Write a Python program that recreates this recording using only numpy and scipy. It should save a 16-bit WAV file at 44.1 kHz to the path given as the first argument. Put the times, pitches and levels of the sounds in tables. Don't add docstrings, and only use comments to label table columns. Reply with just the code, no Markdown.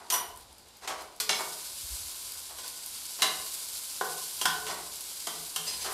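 import sys
import numpy as np
from scipy import signal
from scipy.io import wavfile
from scipy.ndimage import uniform_filter1d

SR = 44100
rng = np.random.default_rng(int(sys.argv[2]) if len(sys.argv) > 2 else 0)


def voltage_ratio(level):
    return 10 ** (np.asarray(level, float) / 20)


def persist_wave(psi):
    counts = np.round(np.clip(psi, -1, 1) * 32767).astype(np.int16)
    wavfile.write(sys.argv[1], SR, np.atleast_2d(counts).T)


N = 261513
CLOCK = np.arange(N) / SR

# time in seconds, sizzle level in dB.
SIZZLE_LEVEL = [(0.0, -56), (0.3, -54.5), (0.6, -58.5), (0.84, -56.5), (1.0, -55.5), (1.2, -57),
                (1.37, -39.5), (1.6, -41.5), (1.96, -38.5), (2.55, -43.5), (3.3, -39.5), (3.9, -39),
                (4.06, -39.5), (4.25, -37.5), (4.6, -40), (4.79, -43), (5.05, -40.5), (5.93, -40)]
# frequency in Hz, density in dB per Hz.
SIZZLE_COLOUR = [(880, -34), (1500, -16.5), (1870, -29.5), (2160, -13.5), (2370, -14.5), (3880, -3.5),
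                 (4870, 1), (5280, -1), (6500, -1), (7460, 3), (10900, 5), (12200, 4.5), (14800, -5),
                 (15500, -7), (16000, -20)]
# frequency in Hz, density in dB per Hz.
SIMMER_COLOUR = [(71, -50), (120, -22), (243, -17.5), (376, -3.5), (404, -22), (446, -20), (551, 0),
                 (878, -6), (1010, 7.5), (1210, -4), (1420, -3), (1800, -2.5), (3500, -17.5), (4550, -85),
                 (7700, -120)]
# frequency in Hz, density in dB per Hz.
FLAME_COLOUR = [(12, -53), (20, 4), (35, -6.5), (54, -5), (78, -3), (103, -13), (113, -11), (160, -23),
                (210, -91), (350, -120)]
# centre in seconds, lift in dB, half length in seconds.
FLARES = [
    (0.415, 8, 0.23),
    (.85, 2, .08),
    (1.2, 1, .12),
    (1.98, 13, 0.16),
    (2.55, 4.5, 0.32),
    (3.8, 1, 0.54),
    (4.85, 6, 0.38),
    (5.85, 11.5, 0.14),
]
# frequency in Hz, density in dB per Hz.
AIR_COLOUR = [(59, -25), (100, -17), (257, -8.5), (282, -9.5), (369, -8.5), (686, -11.5), (874, -5),
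              (948, -13.5), (2500, -32), (3250, -55), (5500, -120)]
# start in seconds, rise in seconds, length in seconds, drag on the bowl in dB,
# scratch of the edge in dB.
STROKES = [(0.0, 0.0017, 0.11, -47, -60), (0.104, 0.04, 0.087, -31, -44), (0.806, 0.042, .07, -42.5, -37.5),
           (0.866, 0.039, 0.095, -35, -34), (0.96, 0.033, 0.11, -46.5, -40.5),
           (1.295, .005, 0.037, -32.5, -21.5), (1.368, 0.037, 0.069, -34, -42),
           (2.486, 0.014, 0.08, -49, -61), (2.583, 0.0067, 0.037, -55, -35.5),
           (2.608, 0.054, 0.074, -62, -36), (3.174, 0.047, 0.18, -48.5, -32),
           (4.657, 0.047, 0.084, -34, -28.5), (4.738, 0.013, 0.16, -47.5, -51),
           (5.663, .008, 0.068, -79, -27.5), (5.683, 0.063, 0.058, -74, -31),
           (5.778, 0.045, 0.083, -78, -30.5), (5.843, 0.0073, 0.2, -36, -39)]
# frequency in Hz, width in Hz, level in dB.
BLADE_MODES = [(1010, 60, -8), (3000, 100, -12), (4230, 70, -2), (4660, 50, 0), (5020, 50, -1),
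               (5600, 80, -5), (5890, 60, -5), (6320, 120, -1), (7520, 80, -2), (8280, 60, -4),
               (9550, 180, -5), (10600, 80, -6)]
# frequency in Hz, density in dB per Hz.
CRACK_COLOUR = [(1000, -20), (1700, -3), (2360, -4.5), (3040, 0.5), (3670, -1), (5540, -2.5), (6440, -3),
                (10700, -8.5), (14400, -16), (16000, -79)]
# frequency in Hz, density in dB per Hz.
THUD_COLOUR = [(88, -42), (150, -19.5), (269, -13), (427, -3.5), (552, -11), (669, 0.5), (1010, -1),
               (1280, -2.5), (1360, -6), (1520, -4), (1640, -10.5), (2010, -9.5), (2200, -14),
               (2860, -24.5), (4840, -120)]
# start in seconds, edge crack in dB, bowl thud in dB, ring in dB,
# contact time in seconds.
KNOCKS = [(0.1006, -17, -32.5, -41, 0.015), (0.1232, -24, -49, -22.5, 0.01),
          (0.139, -17.5, -30.5, -30.5, 0.0095), (0.8195, -49, -47, -60, 0.012),
          (0.8742, -26.5, -30.5, -49, 0.019), (1.2, -17, -33.5, -38, 0.013),
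          (1.2919, -20.5, -21, -25, 0.0059), (1.3293, -32, -48, -30, 0.003), (1.4055, -41, -42, -47, 0.01),
          (2.585, -50, -64, -52.5, 0.007), (2.641, -50, -64, -52, 0.0059), (3.189, -36, -36.5, -53, 0.027),
          (3.2197, -10.5, -15.5, -25, 0.0051), (3.2267, -13, -21.5, -31, 0.0071),
          (3.2394, -39, -22.5, -38, 0.011), (4.0106, -28.5, -19, -32, 0.0063),
          (4.4126, -20.5, -26, -29, 0.011), (4.4543, -13.5, -18, -28.5, 0.0084),
          (4.666, -30, -42, -45.5, 0.015), (5.2695, -22, -23.5, -39.5, 0.0099),
          (5.5604, -18.5, -27, -31.5, 0.0094), (5.8451, -30, -52, -50, 0.025)]
STRUCK_SET = [0, 0, 0, 3, 3, 1, 2, 2, 3, 3, 3, 3, 4, 4, 4, 3, 6, 5, 3, 6, 6, 3]
# frequency in Hz, level in dB, t60 in seconds.
BLADE_RINGS = [
    [(1009, -11, .25), (2997, -14, .2), (5840, -5, .28), (9199, -4, .24), (10744, -4, .26),
     (12836, -5, .16), (13046, -2, .2), (14062, -11, .15)],
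    [(1462, -6, .2), (3283, -2, .1), (4866, 0, .14), (6278, -2, .12), (7420, -2, .16), (10563, -4, .14)],
    [(2218, -9, .36), (2810, -6, .12), (3400, -7, .18), (4019, -1, .26), (4440, -9, .3), (5087, -5, .22),
     (5444, -3, .16), (6311, -6, .2), (7648, -10, .2)],
]
# frequency in Hz, level in dB, t60 in seconds.
DEEP_RINGS = [
    [(521, -7, .1), (683, -17, .25), (856, -10, .15), (1030, 1, .1), (1490, 0, .14)],
    [(1032, -7, .14), (2095, -8, .44), (2860, -3, .26), (3860, -5, .14), (3946, 2, .32), (4025, -4, .16),
     (4245, -5, .2), (4851, -6, .2), (7198, -11, .12), (8244, -8, .2)],
    [(727, -13, .9), (1023, -7, .4), (1451, -1, .3), (1518, -1, .52), (1780, -7, .12), (2150, -7, .1),
     (3280, -8, .1), (3898, -9, .1), (4831, -10, .3), (5486, -14, .1)],
    [(1040, -8, .12), (2890, -3, .14), (3140, -2, .22), (4533, -5, .1), (6138, -6, .12), (8144, -4, .08),
     (10528, -8, .08)],
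]
HARDNESS = [0.806, .82, .05, 0.53, 0.65, 0.59, 0.85]
# start in seconds, level in dB, pitch in Hz.
SPITS = [(0.36, -37, 11200), (0.373, -32.5, 9560), (0.409, -41, 4850), (0.5267, -40, 4860),
         (0.582, -38, 4860), (0.6834, -42, 3760), (0.7686, -40, 6600), (0.98, -42, 4350),
         (1.011, -37, 9920), (1.021, -35, 10700), (1.1625, -39, 10900), (1.72, -44, 7540),
         (2.3196, -24, 4800), (2.38, -27.5, 10600), (2.678, -22.5, 4600), (2.8604, -23, 9500),
         (3.5404, -25.5, 8100), (3.874, -33, 4700), (4.9575, -26, 7500), (5.007, -26, 10400)]
# frequency in Hz, t60 in seconds.
HUM_MODES = [(163.5, 1.6), (433, .8)]
# start in seconds, first mode in dB, second mode in dB.
HUMS = [(1.201, -76, -41), (1.293, -58.5, -65), (3.221, -60, -47), (4.011, -58, -48.5), (4.412, -56, -57),
        (4.455, -58, -46), (4.56, -78, -41.5), (5.269, -53.5, -52), (5.562, -57, -48.5), (5.845, -79, -51)]
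# centre in seconds, level in dB, pitch in Hz, half length in seconds.
BUMPS = [
    (1.844, -42, 61.5, 0.011),
    (1.926, -36.5, 57.4, 0.022),
]
# frequency in Hz, t60 in seconds.
ROOM_DECAY = [(150, 0.8), (500, 0.72), (1000, 0.65), (2000, 0.53), (4000, 0.42), (8000, 0.32),
              (15000, 0.39)]


def evened(x):
    return x / np.sqrt(np.mean(x ** 2) + 1e-20)


def read(points, hz):
    f, value = np.transpose(points)
    return np.interp(np.log(hz + 1), np.log(f + 1), value)


def add(mix, s, sound):
    part = mix[round(s * SR):][:len(sound)]
    part += sound[:len(part)]


def colour(x, spectrum):
    gain_db = np.maximum(read(spectrum, np.fft.rfftfreq(8192, 1 / SR)), -90)
    log_gain = np.log(voltage_ratio(gain_db))
    whole = np.concatenate([log_gain, log_gain[-2:0:-1]])
    minimum_phase = np.exp(np.conj(signal.hilbert(whole)))
    taps = np.fft.ifft(minimum_phase).real[:4096]
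    return signal.oaconvolve(x, taps / np.linalg.norm(taps))[:len(x)]


def clicks(per_s, spread_db):
    when, sign = rng.random((2, N))
    size = voltage_ratio(spread_db * np.minimum(rng.exponential(1, N), 5))
    return evened((when < per_s / SR) * size * np.sign(sign - 0.5))


def patches(x, tilt_db, depth_db, flicker_db):
    hz, t, z = signal.stft(x, SR, nperseg=256)
    field = rng.standard_normal(z.shape)
    across_hz = uniform_filter1d(field, size=4, axis=0)
    patch = evened(uniform_filter1d(across_hz, size=16, axis=1))
    flicker = evened(uniform_filter1d(rng.standard_normal(len(t)), size=8))
    tilt = np.log2(hz[:, None] / 7000 + 0.16) * np.interp(t, CLOCK, tilt_db)
    gain = voltage_ratio(tilt + depth_db * patch + flicker_db * flicker)
    return signal.istft(z * gain, SR, nperseg=256)[1][:N]


def frying():
    sizzle_db = np.interp(CLOCK, *np.transpose(SIZZLE_LEVEL))
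    above_full_db = sizzle_db + 41.5
    bursts = clicks(per_s=5000, spread_db=2.0) + 0.9 * rng.standard_normal(N)
    tilt_db = -6.5 + 0.34 * above_full_db
    fizz = evened(patches(colour(bursts, SIZZLE_COLOUR), tilt_db, depth_db=0.25, flicker_db=1.04))
    simmer = evened(colour(rng.standard_normal(N), SIMMER_COLOUR))
    simmer_db = -60 + 0.52 * above_full_db
    return voltage_ratio(sizzle_db) * fizz + voltage_ratio(simmer_db) * simmer


def burner():
    rumble = evened(colour(rng.standard_normal(N), FLAME_COLOUR))
    waver = evened(uniform_filter1d(rng.standard_normal(N), size=5000))
    flare_db = sum(db * np.exp(-((CLOCK - at) / half) ** 2) for at, db, half in FLARES)
    flame_db, waver_db = -68, 2
    return voltage_ratio(flame_db + flare_db + waver_db * waver) * rumble


def room_air():
    return voltage_ratio(-63) * evened(colour(rng.standard_normal(N), AIR_COLOUR))


def strokes():
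    drag, scratch, free = np.zeros((3, N))
    for s, rise, length, drag_db, scratch_db in STROKES:
        t = np.arange(0, 1.3 * length, 1 / SR)
        progress = np.maximum(t - rise, 0) / max(length - rise, 0.01)
        press = np.minimum(t / rise, 1) * voltage_ratio(-34 * progress ** 2)
        bare = np.clip((scratch_db - drag_db) / 35, 0.067, 0.75)
        add(drag, s, voltage_ratio(drag_db - 3.5) * press)
        add(scratch, s, voltage_ratio(scratch_db - 12.5) * press * np.sqrt(1 - bare))
        add(free, s, voltage_ratio(scratch_db - 8) * press * np.sqrt(bare))
    slips = clicks(per_s=4000, spread_db=2.0)
    t = np.arange(3000) / SR
    blade = np.zeros(len(t))
    for hz, width, db in BLADE_MODES:
        dying = np.exp(-np.pi * width * t)
        blade += voltage_ratio(db) * np.sqrt(width) * dying * np.sin(2 * np.pi * hz * t)
    rung = signal.oaconvolve(free * slips, blade / np.linalg.norm(blade))[:N]
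    return colour(drag * slips, THUD_COLOUR) + rung + colour(scratch * slips, CRACK_COLOUR)


def ring(hz, db, t60, split=0.016):
    t = np.arange(round(min(1.2 * t60, 0.7) * SR))[:, None] / SR
    detune = np.linspace(-1, 1, 5) + rng.uniform(-0.22, 0.22, 5)
    dying = voltage_ratio(db - 60 * t / t60 * (1 + 3 * detune ** 2))
    rise = np.minimum(t / 0.002, 1)
    partials = rise * dying * np.sin(2 * np.pi * hz * (1 + split * detune) * t)
    return partials.sum(axis=1) / np.sqrt(5)


def knocks():
    crack, thud, rings = np.zeros((3, N))
    t = np.arange(4000) / SR
    for (s, crack_db, thud_db, ring_db, contact), struck in zip(KNOCKS, STRUCK_SET):
        envelope = np.exp(-t / contact) * np.minimum(t / 0.001, 1)
        edge, body = rng.standard_normal((2, len(t))) * envelope
        edge = signal.lfilter([1, 1 - 2 * HARDNESS[struck]], 1, edge)
        add(crack, s, voltage_ratio(crack_db - 4.5) * edge)
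        add(thud, s, voltage_ratio(thud_db - 7) * body)
        for mode in (BLADE_RINGS + DEEP_RINGS)[struck]:
            add(rings, s, voltage_ratio(ring_db) * ring(*mode))
    return colour(crack, CRACK_COLOUR) + colour(thud, THUD_COLOUR) + rings


def spits():
    out, t = np.zeros(N), np.arange(600) / SR
    for s, db, hz in SPITS:
        spray = colour(rng.standard_normal(len(t)), SIZZLE_COLOUR)
        pop = np.sin(2 * np.pi * hz * t) + 1.3 * spray
        dying = voltage_ratio(db - 9 - 60 * t / 0.02)
        add(out, s, dying * pop * np.minimum(t / 0.001, 1))
    return out


def bowl_hum():
    out, t = np.zeros(N), np.arange(SR) / SR
    for k, (hz, t60) in enumerate(HUM_MODES):
        level = np.zeros(N)
        for s, *levels_db in HUMS:
            add(level, s, voltage_ratio(levels_db[k] - 60 * t / t60) * np.minimum(t / 0.052, 1))
        waver = evened(uniform_filter1d(rng.standard_normal(N), size=3000))
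        out += level * (1 + 0.47 * waver) * np.sin(2 * np.pi * hz * CLOCK)
    return out


def phone_bumps():
    out = np.zeros(N)
    for at, db, hz, half in BUMPS:
        t = CLOCK - at
        out -= voltage_ratio(db) * np.exp(-(t / half) ** 2) * np.cos(2 * np.pi * hz * t)
    return out


def kitchen(x):
    taps = np.zeros(SR)
    at = np.arange(200, SR - 20, 20)
    taps[at + rng.integers(0, 20, len(at))] = rng.choice([-1.0, 1.0], len(at))
    hz, t, z = signal.stft(taps, SR, nperseg=256)
    dying = voltage_ratio(-60 * t / read(ROOM_DECAY, hz)[:, None])
    tail = signal.istft(z * dying, SR, nperseg=256)[1]
    return signal.fftconvolve(x, tail / np.linalg.norm(tail))[:N]


def scene():
    close = strokes() + knocks() + spits()
    background = frying() + burner() + room_air()
    mono = background + close + voltage_ratio(-1.5) * kitchen(close) + bowl_hum() + phone_bumps()
    return np.array([mono, mono])


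def band_limit(x):
    return signal.sosfilt(signal.butter(12, 16450, fs=SR, output="sos"), x)


def record(dry):
    heard = signal.sosfilt(signal.butter(4, 40, "high", fs=SR, output="sos"), dry)
    ceiling = 0.45
    rounded = ceiling * np.tanh(heard / ceiling)
    treble_cut = signal.firwin(255, 15650, window=("kaiser", 9), fs=SR)
    mix = signal.oaconvolve(rounded, treble_cut[None], "same")
    return band_limit(mix)


dry = scene()
out = record(dry)
persist_wave(out)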